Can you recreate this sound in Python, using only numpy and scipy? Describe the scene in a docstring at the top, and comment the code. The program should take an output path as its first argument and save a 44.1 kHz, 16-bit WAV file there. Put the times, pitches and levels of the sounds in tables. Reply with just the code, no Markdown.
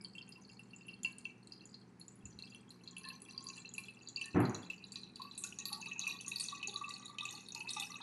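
"""A motor hums over a low room rumble as a thin stream of water runs from a jug down the wall of a narrow
glass bottle in a quiet kitchen. Each bubble pings at its own pitch and rings the bottle's gliding resonances;
clear small bubbles throw puffs of hiss, and large ones draw out into gurgles. Two soft low bumps come,
then a dull knock rings woodwork and booms. Hum is wavering tones; rumble, hiss and boom are shaped noise."""
import sys
import numpy as np
from scipy import signal
from scipy.fft import rfft, irfft
from scipy.io import wavfile

SR = 44100
rng = np.random.default_rng(int(sys.argv[2]) if len(sys.argv) > 2 else 0)


def transcribe(signal):
    """Save signal, clipped to [-1, 1], as a 16-bit WAV file at the path in sys.argv[1]."""
    frames = np.atleast_2d(signal).T
    limited = np.clip(frames, -1, 1)
    pcm = np.round(limited * 32767).astype(np.int16)
    wavfile.write(sys.argv[1], SR, pcm)


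N = 353682


def from_db(db):
    """Logarithmic level: decibels become an amplitude gain."""
    return 10 ** (np.asarray(db) / 20)


def rms_one(x):
    """Normalization: a signal is scaled to an rms of 1."""
    return x / np.sqrt(np.mean(x ** 2) + 1e-20)


def one_pole(x, seconds):
    """Exponential relaxation: an impulse decays with this time constant from its own height."""
    return signal.lfilter([1], [1, -np.exp(-1 / (seconds * SR))], x + 1e-18)


def coloured(spectrum, size):
    """Spectral shaping: white noise takes the given (Hz, relative dB per Hz) curve, at rms 1."""
    hz, level_db = np.transpose(spectrum)
    grid = np.maximum(np.arange(size // 2 + 1) * SR / size, 1)
    shape = from_db(np.interp(np.log(grid), np.log(hz), level_db))
    return rms_one(irfft(rfft(rng.standard_normal(size)) * shape, size))


def drift(rate):
    """Slow random modulation: straight lines join normal random points, this many per second."""
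    points = rng.standard_normal(int(N / SR * rate) + 2)
    return np.interp(np.arange(N) / SR * rate, np.arange(len(points)), points)


# Motor tones. Each row: frequency in Hz, level in dB rms, waver as a share of the steady tone.
HUM = [(121.4, -70, 0.16), (178.5, -69, 0.54), (197.6, -68.5, 0.56), (242.3, -70.5, 0.32)]


def hum():
    """Narrow-band modulation: slow complex noise makes each motor tone a wavering line."""
    out, t = 0, np.arange(N) / SR
    for hz, level_db, share in HUM:
        waver = 1 + share * (drift(4.0) + 1j * drift(4.0))
        tone = np.real(waver * np.exp(2j * np.pi * hz * t))
        out = out + from_db(level_db) * rms_one(tone)
    return out


# Spectrum of the room rumble. Each row: frequency in Hz, relative density in dB per Hz.
RUMBLE = [(15, -67), (25, -26.5), (190, -1.5), (415, -8), (628, -23.5), (774, -16.5), (2370, -26),
          (3500, -36.5), (4300, -32), (5300, -35), (10400, -41.5), (12500, -51), (16200, -90)]
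RUMBLE_DB = -63.5   # rms


def rumble():
    """Stationary random noise: a fixed, mostly low spectrum sounds steadily."""
    return from_db(RUMBLE_DB) * coloured(RUMBLE, N)


# Spectrum of the spray hiss. Each row: frequency in Hz, relative density in dB per Hz.
SPRAY = [(2000, -23), (4000, -8), (12500, 5.5)]
# Edges of the bands that give each puff its colour. Each entry: frequency in Hz.
SPRAY_EDGES_HZ = [2000, 3500, 5500, 7500, 9500, 11200, 13000]
SPRAY_DB, SPRAY_S = -12.5, 0.037   # offset to each puff's level; decay time constant
SPRAY_UNEVEN_DB, SPRAY_GRAIN_DB, SPRAY_GRAINS_PER_S = 7.5, 3, 270


def spray(small):
    """Noise-burst radiation: each clear small bubble throws a decaying, grainy puff of its own colour."""
    hiss = coloured(SPRAY, N) * from_db(SPRAY_GRAIN_DB * drift(SPRAY_GRAINS_PER_S))
    uneven_db = SPRAY_UNEVEN_DB * rng.standard_normal((len(small), len(SPRAY_EDGES_HZ)))
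    at = (small[:, 0] * SR).astype(int)
    out = 0
    for k, edges in enumerate(zip(SPRAY_EDGES_HZ, SPRAY_EDGES_HZ[1:])):
        kicks = np.zeros(N)
        kicks[at] = from_db(small[:, 1] + small[:, 3] + SPRAY_DB + uneven_db[:, k])
        band_pass = signal.butter(2, edges, "band", fs=SR, output="sos")
        out = out + one_pole(kicks, SPRAY_S) * signal.sosfilt(band_pass, hiss)
    return out


SPECK_DB, SPECK_LOW_HZ, SPECK_HIGH_HZ = 4, 7400, 11060


def specks(small):
    """Size sets pitch: one tiny, high bubble in each spray, as rows (s, dB, Hz)."""
    hz = SPECK_LOW_HZ * (SPECK_HIGH_HZ / SPECK_LOW_HZ) ** rng.random(len(small))
    return np.c_[small[:, 0], small[:, 1] + small[:, 3] + SPECK_DB, hz]


TWIN_COUNT, TWIN_S = 2, 0.012   # twins per bubble, within this time
TWIN_DB, TWIN_SPREAD_DB, TWIN_LOW_HZ, TWIN_HIGH_HZ = -14.5, 15, 2360, 7460


def twins(small):
    """Multiple entrainment: a drop traps weaker bubbles as well, as rows (s, dB, Hz)."""
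    draw = rng.random((len(small), TWIN_COUNT, 3))
    s = small[:, :1] + TWIN_S * draw[..., 0]
    level_db = small[:, 1:2] + TWIN_DB - TWIN_SPREAD_DB * draw[..., 1]
    hz = TWIN_LOW_HZ * (TWIN_HIGH_HZ / TWIN_LOW_HZ) ** draw[..., 2]
    return np.stack([s, level_db, hz], axis=-1).reshape(-1, 3)


TRAIL_COUNT, TRAIL_S = 6, 0.05   # shed bubbles; scale of their random delays
TRAIL_DB, TRAIL_OCTAVES = -7, 0.14   # strongest level beside the parent; pitch spread either way


def trails(small):
    """Bubble shedding: weaker bubbles of nearby pitch follow, fading with delay, as rows (s, dB, Hz)."""
    draw = rng.random((len(small), TRAIL_COUNT, 3))
    late = -np.log(1 - .95 * draw[..., 0])
    s = small[:, :1] + .004 + TRAIL_S * late
    level_db = small[:, 1:2] + TRAIL_DB - 5.0 * late - 22.0 * draw[..., 1]
    hz = small[:, 2:] * 2 ** (TRAIL_OCTAVES * (2 * draw[..., 2] - 1))
    return np.stack([s, level_db, hz], axis=-1).reshape(-1, 3)


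GURGLE_COUNT, GURGLE_S = 6, .08   # bubbles in a run; length of the run
GURGLE_DB, GURGLE_SPREAD_DB, GURGLE_OCTAVES = -6, 9.5, 0.086


def gurgles(large):
    """Succession of like bubbles: a run draws each large one out into a gurgle, as rows (s, dB, Hz)."""
    draw = rng.random((len(large), GURGLE_COUNT, 3))
    s = large[:, :1] + GURGLE_S * (np.arange(GURGLE_COUNT) + draw[..., 0]) / GURGLE_COUNT
    level_db = large[:, 1:2] + GURGLE_DB - GURGLE_SPREAD_DB * draw[..., 1]
    hz = large[:, 2:] * 2 ** (GURGLE_OCTAVES * (2 * draw[..., 2] - 1))
    return np.stack([s, level_db, hz], axis=-1).reshape(-1, 3)


# Strength of the steady trickle between clear bubbles. Each row: time in seconds, level in dB before CALM_DB.
FLOW = [(0.0, -46), (0.69, -58), (1.05, -66), (1.87, -72), (3.24, -50.5), (3.6, -51.5), (4.06, -63),
        (4.31, -58), (5.27, -72), (5.76, -40.5), (6.21, -49), (7.15, -48), (7.3, -39), (7.44, -68),
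        (7.6, -46.5), (7.78, -48.5), (8.02, -41.5)]
CALM_DB, BUSY_S, BUSY_SLOPE = 11.5, 0.062, 0.75   # offset to the flow; power decay time; dB per dB of lift


def busy_db(clear, s):
    """Energy summation: the fading power of clear bubbles just before lifts the stream at times s."""
    since = s[:, None] - clear[:, 0]
    power = from_db(2 * clear[:, 1]) * np.exp(-np.abs(since) / BUSY_S) * (since > 0)
    calm_db = np.interp(s, *np.transpose(FLOW)) + CALM_DB
    total_db = 10 * np.log10(power.sum(axis=1) + from_db(2 * calm_db))
    return calm_db + BUSY_SLOPE * (total_db - calm_db)


SMALL_FIRST_PER_S, SMALL_LAST_PER_S = 130, 520   # base rates: bubbles come thicker as the pool deepens
SMALL_LOW_HZ, SMALL_HIGH_HZ, LARGE_BELOW_HZ = 713.3, 12040, 2500
SMALL_SPREAD_DB, SMALL_DB, LARGE_DB = 3.5, -18.5, -16   # exponential spread; offsets to the busy level


def small_bubbles(clear):
    """Clumped random arrivals: faint bubbles of any pitch follow a drifting rate, as rows (s, dB, Hz)."""
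    base_rate = np.geomspace(SMALL_FIRST_PER_S, SMALL_LAST_PER_S, N)
    born = np.flatnonzero(rng.random(N) < base_rate * from_db(6.0 * drift(14.0)) / SR)
    draw = rng.random((len(born), 2))
    s = born / SR
    hz = SMALL_LOW_HZ * (SMALL_HIGH_HZ / SMALL_LOW_HZ) ** draw[:, 1]
    large = clear[:, 2] < LARGE_BELOW_HZ
    deepening_db = -7.1 * (1 - s * SR / N)   # large bubbles gain strength as the pool deepens
    large_db = busy_db(clear[large], s) + LARGE_DB + deepening_db
    small_db = busy_db(clear[~large], s) + SMALL_DB
    level_db = np.where(hz < LARGE_BELOW_HZ, large_db, small_db)
    return np.c_[s, level_db - SMALL_SPREAD_DB * np.log(1 - .93 * draw[:, 0]), hz]


PING_Q, RISE_CYCLES = 30.6, 5.0   # quality factor of a free bubble; cycles over which its ring swells


def pings(at, heights, hz):
    """Damped oscillation: each free bubble rings and bends up in pitch as it nears the surface."""
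    steps = np.arange(1200)
    cycles = steps * hz[:, None] / SR
    shape = (1 - np.exp(-(cycles / RISE_CYCLES) ** 2)) * np.exp(-np.pi * cycles / PING_Q)
    bend = cycles * (1 + 0.0029 * rng.random((len(hz), 1)) * np.minimum(cycles, 2 * PING_Q))
    rings = heights[:, None] * shape * np.sin(2 * np.pi * bend)
    return np.bincount((at[:, None] + steps).ravel(), rings.ravel(), N)[:N]


SNAP_DB, SNAP_GROWTH = -26, 1.1   # strength for a bubble of -26.5 dB; dB gained per dB


def snap(peak_db):
    """Broadband excitation: louder bubbles snap disproportionately harder beside their ring."""
    return from_db(SNAP_DB + SNAP_GROWTH * (peak_db + 26.5))


def reach(rows):
    """Resonant coupling: the nearer a bubble's pitch to a resonance, the harder it drives it."""
    first, last, level_db, t60 = np.transpose(BOTTLE)
    s, peak_db, hz = np.transpose(rows)[:, :, None]
    off = (first + (last - first) * s * SR / N - hz) / (hz / PING_Q)
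    return from_db(level_db) * (1 / (1 + off ** 2) + snap(peak_db))


FROTH_DB, FROTH_S, FROTH_WIDTH = -15, 0.03, 0.081   # level; amplitude decay; width as a share of pitch


def froth(kicks, hz, noise):
    """Narrow-band noise: froth keeps a struck resonance hissing while the kicks' power fades."""
    seconds = 1 / (np.pi * FROTH_WIDTH * hz)
    band = one_pole(one_pole(noise, seconds), seconds)
    envelope = np.sqrt(one_pole(np.abs(kicks) ** 2, FROTH_S / 2))
    return from_db(FROTH_DB) * envelope * band / np.std(band)


# Bottle resonances: the air column shortens and rises, wet glass and cross modes sink.
# Each row: frequency in Hz at first, frequency in Hz at last, relative level in dB, 60 dB decay in seconds.
BOTTLE = [(847, 920, -10, 0.047), (1004, 1185, -7, 0.19), (1570, 2015, -13.5, 0.21),
          (2260, 2560, -8.5, 0.21), (2726, 2590, 3.5, 0.073), (3130, 3620, -6.5, 0.051),
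          (4440, 3760, 6, 0.028), (4930, 4310, 1.5, 0.031), (6110, 5800, -4, 0.033),
          (6680, 6900, -5.5, 0.027), (7250, 6450, -1, 0.028), (7990, 7030, -10, 0.046),
          (9620, 5200, -6.5, 0.028), (10100, 8500, -11.5, 0.034), (10550, 10300, -12, 0.035)]
SLOSH_SHARE, SLOSH_PER_S = .012, 20.0   # pitch share of the detuning once full; random points per second


def bottle(at, strengths):
    """Modal resonance: bubbles strike gliding modes, detuned more by the moving surface as it fills."""
    out = np.zeros(N)
    turns = np.exp(2j * np.pi * rng.random(strengths.shape))   # random starting phases
    noise = rng.standard_normal(N) + 1j * rng.standard_normal(N)
    for k, (first, last, level_db, t60) in enumerate(BOTTLE):
        kicks = np.zeros(N, complex)
        np.add.at(kicks, at, strengths[:, k] * turns[:, k])
        rise = RISE_CYCLES / first / 4
        soft_kicks = one_pole(one_pole(kicks, rise), rise) / (rise * SR) ** 2
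        swell = one_pole(soft_kicks, t60 / np.log(1000))
        swell += froth(kicks, first, np.roll(noise, k * SR // 2))
        slosh = SLOSH_SHARE * np.linspace(.2, 1, N) * drift(SLOSH_PER_S)
        hz = np.linspace(first, last, N) * (1 + slosh)
        out += np.real(swell * np.exp(2j * np.pi * np.cumsum(hz) / SR))
    return out


# Clearest small bubbles. Each row: start in seconds, level in dB, pitch in Hz,
# spray in dB beside that level before the spray and speck offsets.
BUBBLES = [(0.0465, -35, 4500, -26), (0.1512, -44, 2610, -16), (0.181, -37.5, 3050, -24),
           (0.2903, -51.5, 2690, 1), (0.3222, -41, 4740, -33), (0.357, -47.5, 2730, -30),
           (0.491, -45.5, 4800, -24), (0.5932, -46.5, 2720, -11.5), (0.7329, -44.5, 2684, -42),
           (0.762, -43, 7340, -30), (0.8096, -47.5, 2650, -40), (0.867, -50, 10550, -22),
           (0.8824, -35.5, 2750, -22), (1.0322, -35.5, 6960, -12), (1.0473, -23.5, 2700, -36),
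           (1.1837, -41, 8800, -5), (1.2534, -32.5, 2610, -35), (1.4718, -46.5, 3940, -5),
           (1.5212, -36.5, 4680, -34), (1.6077, -48.5, 4040, -40), (1.6547, -45, 7050, -14),
           (1.7424, -37.5, 4520, -44), (1.9976, -45, 10540, -32), (2.0812, -40.5, 7260, -28),
           (2.1555, -50.5, 10300, -29), (2.2548, -39, 7100, -51), (2.3886, -37.5, 3890, -22),
           (2.423, -37.5, 4160, -34), (2.5467, -42.5, 3020, -11), (2.705, -44, 3960, -8),
           (2.837, -48, 4230, -15), (2.8752, -36.5, 3870, -46), (2.9658, -36.5, 2930, -11),
           (3.0866, -33.5, 4280, -11.5), (3.2184, -38, 9940, -29), (3.3778, -33, 4600, -45),
           (3.6554, -40, 4010, -57), (3.691, -44, 7060, -43), (3.7374, -35.5, 7030, -20),
           (3.7802, -31, 2530, -7), (4.0215, -46.5, 6730, -47), (4.0736, -39.5, 4450, -44),
           (4.1607, -28.5, 4580, -42), (4.1974, -53, 2460, -42), (4.2127, -27.5, 2740, -16),
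           (4.5457, -32.5, 6440, -26), (4.7001, -30, 2630, -20.5), (4.84, -38.5, 4220, -37),
           (4.9204, -38, 4520, -5.5), (4.9573, -28, 4285, -37), (5.033, -33.5, 3950, -58),
           (5.1577, -38.5, 4370, -8), (5.218, -34, 4300, -18), (5.312, -35.5, 3900, -35),
           (5.3773, -43.5, 3800, -1.5), (5.438, -30.5, 6500, -4), (5.5238, -39.5, 2810, -29),
           (5.5874, -29.5, 6360, -22), (5.6542, -24.5, 4380, -14.5), (5.7284, -23, 4460, -13),
           (5.8571, -34, 2556, -15), (5.914, -31, 2700, -33), (5.9936, -28, 6240, -15),
           (6.0358, -35, 2630, -46), (6.0674, -30, 2518, -41), (6.2003, -39, 2790, -31),
           (6.263, -37.5, 6350, -18), (6.2801, -30.5, 6600, -6), (6.317, -32, 2700, -25),
           (6.3592, -27, 4440, -17), (6.3982, -29, 4790, -5.5), (6.439, -32.5, 6150, -21),
           (6.4849, -29.5, 4190, -37), (6.6286, -29.5, 2870, -39), (6.6728, -29, 6620, -19),
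           (6.6937, -33, 3660, -32), (6.7396, -40, 4330, -7.5), (6.7596, -29, 3720, -37),
           (6.8416, -36.5, 2610, -43), (6.8913, -40.5, 4560, -2.5), (6.9374, -34.5, 4380, -15.5),
           (7.1841, -28.5, 2970, -49), (7.2529, -31, 2660, -6), (7.4857, -40, 4140, -5),
           (7.521, -35, 6220, -42), (7.548, -31, 4680, -9), (7.6052, -33.5, 2700, -17),
           (7.671, -42.5, 2390, -43), (7.6912, -29.5, 4710, -16), (7.7338, -30.5, 6060, -28),
           (7.7982, -31, 3540, -2.5), (7.8226, -32, 2690, -12), (2.013, -44, 4250, -27),
           (2.308, -49, 6000, -31), (3.101, -41.5, 2720, -31), (3.286, -45.5, 2670, -32),
           (3.8835, -39.5, 2700, -20), (4.085, -43, 4330, -27), (4.173, -38, 2600, -31),
           (4.63, -46, 3270, -20), (6.0182, -39.5, 3780, -40), (7.918, -41, 4290, -11),
           (2.9811, -36, 10300, -29), (3.051, -38.5, 4100, -15), (3.309, -45.5, 4090, -7.5),
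           (3.4406, -41, 10230, -16), (3.4682, -34.5, 4670, -30), (3.487, -35.5, 6300, -37),
           (3.5685, -45.5, 8160, -8), (4.0867, -36.5, 6870, -37), (4.257, -36, 8400, -15),
           (4.4025, -43, 10020, -8), (4.4523, -34.5, 4334, -25), (4.495, -42, 6400, -18),
           (6.0763, -33.5, 5940, -7), (6.098, -35.5, 4220, -29), (6.114, -39, 4100, -33),
           (6.2091, -38.5, 6300, -7), (6.4077, -29, 4320, -12), (7.0557, -43.5, 7200, -3.5),
           (7.208, -31.5, 3650, -28), (7.3082, -36.5, 8030, -7), (7.3255, -39.5, 6240, -20),
           (7.3514, -37.5, 4300, -27), (7.7044, -30, 3770, -10), (7.7697, -33.5, 3660, -25)]
# Large bubbles, low enough to ring the air column. Each row: start in seconds, level in dB, pitch in Hz.
GLUGS = [(1.053, -55, 1620), (3.037, -42.5, 1677), (3.459, -47.5, 1058), (4.239, -47, 1744),
         (5.194, -38, 1032), (5.443, -45.5, 1385), (5.701, -44, 1176), (6.077, -43, 1060),
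         (6.523, -36.5, 1085), (6.678, -45.5, 808), (6.742, -39, 1146), (6.811, -33.5, 1120),
         (7.094, -46.5, 1116), (7.222, -41, 1134), (7.334, -47.5, 805), (7.553, -45.5, 884),
         (7.764, -41.5, 1190), (7.9, -41.5, 1150), (3.389, -51, 1057), (1.055, -57.5, 1020),
         (3.053, -47, 1013), (5.715, -41, 823), (6.675, -44.5, 393), (7.763, -36, 829)]
PING_DB, LONE_PING_DB = 0, -14   # free ring beside the strongest bottle drive; part added far from resonance


def water():
    """Superposition: every bubble pings freely and rings the bottle, and the clear small ones spray."""
    small, large = np.array(BUBBLES), np.array(GLUGS)
    clear = np.r_[small[:, :3], large]
    placed = np.r_[clear, trails(small[:, :3]), gurgles(large), twins(small), specks(small)]
    rows = np.r_[placed, small_bubbles(clear)]
    drive = reach(rows)
    ping = from_db(PING_DB) * drive.max(axis=1) + from_db(LONE_PING_DB)
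    gain = from_db(rows[:, 1])
    # placed bubbles share their given level between ping and modes
    gain[:len(placed)] /= np.sqrt(np.sum(drive ** 2, axis=1) + ping ** 2)[:len(placed)]
    at = np.minimum((rows[:, 0] * SR).astype(int), N - 1)
    return pings(at, gain * ping, rows[:, 2]) + spray(small) + bottle(at, gain[:, None] * drive)


ROOM_T60_S, ROOM_DB, ROOM_DELAY_S = 0.52, -18.5, 0.0031


def room(x):
    """Reverberation: a dense, exponentially decaying tail, a little duller than the source."""
    t = np.arange(SR // 2) / SR
    tail = rng.standard_normal(len(t)) * from_db(-60 * t / ROOM_T60_S) * (t > ROOM_DELAY_S)
    tail = one_pole(tail, 2.5e-5)
    tail = tail / np.sqrt(np.sum(tail ** 2))
    return from_db(ROOM_DB) * signal.fftconvolve(x, tail)[:N]


# Struck woodwork. Each row: frequency in Hz, relative level in dB, 60 dB decay in seconds before the late fade.
PANEL = [(104, -13.5, 0.59), (122.2, -9, 0.31), (175.4, -5.5, 0.33), (249.5, -8, 0.52), (293.4, -3, 0.39),
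         (356, -7.5, .4), (468, -16, 0.67), (597, -19, 0.49), (730, -20, 0.55), (870, -30, .5),
         (1050, -18, 1)]
# Spectrum of the diffuse boom. Each row: frequency in Hz, relative density in dB per Hz.
BOOM = [(29, -72), (55, -40), (100, -5), (170, -5.5), (400, -8), (522, -18.5), (1040, -12.5), (2300, -14),
        (3500, -26.5), (7700, -70)]
# Soft blows. Each row: start in seconds, level in dB, low-pass cut in Hz that softens the blow.
KNOCKS = [(2.236, -44, 96), (4.345, -30, 900), (4.356, -26.5, 1180), (4.389, -30, 930)]
BOOM_DB, BOOM_T60_S, BOOM_RISE_S = -4.5, 0.81, 0.0029   # decay is before the late fade
KNOCK_FADE_S = 0.37   # late in a knock the fade steepens


def knocks():
    """Modal and diffuse response: soft blows ring woodwork while a boom swells and dies around it."""
    out, t = np.zeros(N), np.arange(SR) / SR
    hz, level_db, t60 = np.transpose(PANEL)[:, :, None]
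    rings = np.sum(from_db(level_db - 60 * t / t60) * np.sin(2 * np.pi * hz * t), axis=0)
    envelope = (1 - np.exp(-t / BOOM_RISE_S)) * np.exp(-(t / KNOCK_FADE_S) ** 2)
    for s, blow_db, cut_hz in KNOCKS:
        boom = coloured(BOOM, SR) * from_db(BOOM_DB - 60 * t / BOOM_T60_S)
        soft = signal.butter(2, cut_hz, fs=SR, output="sos")
        blow = signal.sosfilt(soft, (rings + boom) * envelope)
        out[int(s * SR):][:SR] += from_db(blow_db) * blow
    return out


# Soft low bumps. Each row: start in seconds, level in dB before the gradual rise.
BUMPS = [(2.242, -48), (2.35, -54.5)]
BUMP_RISE_S, BUMP_HZ, BUMP_T60_S = 0.0081, 77, 0.19


def bumps():
    """Damped oscillation: low swings rise softly and die away fast."""
    s, level_db = np.transpose(BUMPS)[:, :, None]
    t = np.maximum(np.arange(N) / SR - s, 0)
    envelope = from_db(level_db - 60 * t / BUMP_T60_S) * (1 - np.exp(-t / BUMP_RISE_S))
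    return np.sum(envelope * np.sin(2 * np.pi * BUMP_HZ * t), axis=0)


def scene():
    """Linear superposition: hum, rumble, water with its room tail, knocks and bumps add up."""
    pour = water()
    return (hum() + rumble() + pour + room(pour) + knocks() + bumps())[None]


CUTOFF_HZ = 12800   # 60 dB down from here up


def record(dry):
    """Band limitation: a steep low-pass cuts the top."""
    return signal.sosfilt(signal.cheby2(12, 60, CUTOFF_HZ, fs=SR, output="sos"), dry)


dry = scene()
out = record(dry)
transcribe(out)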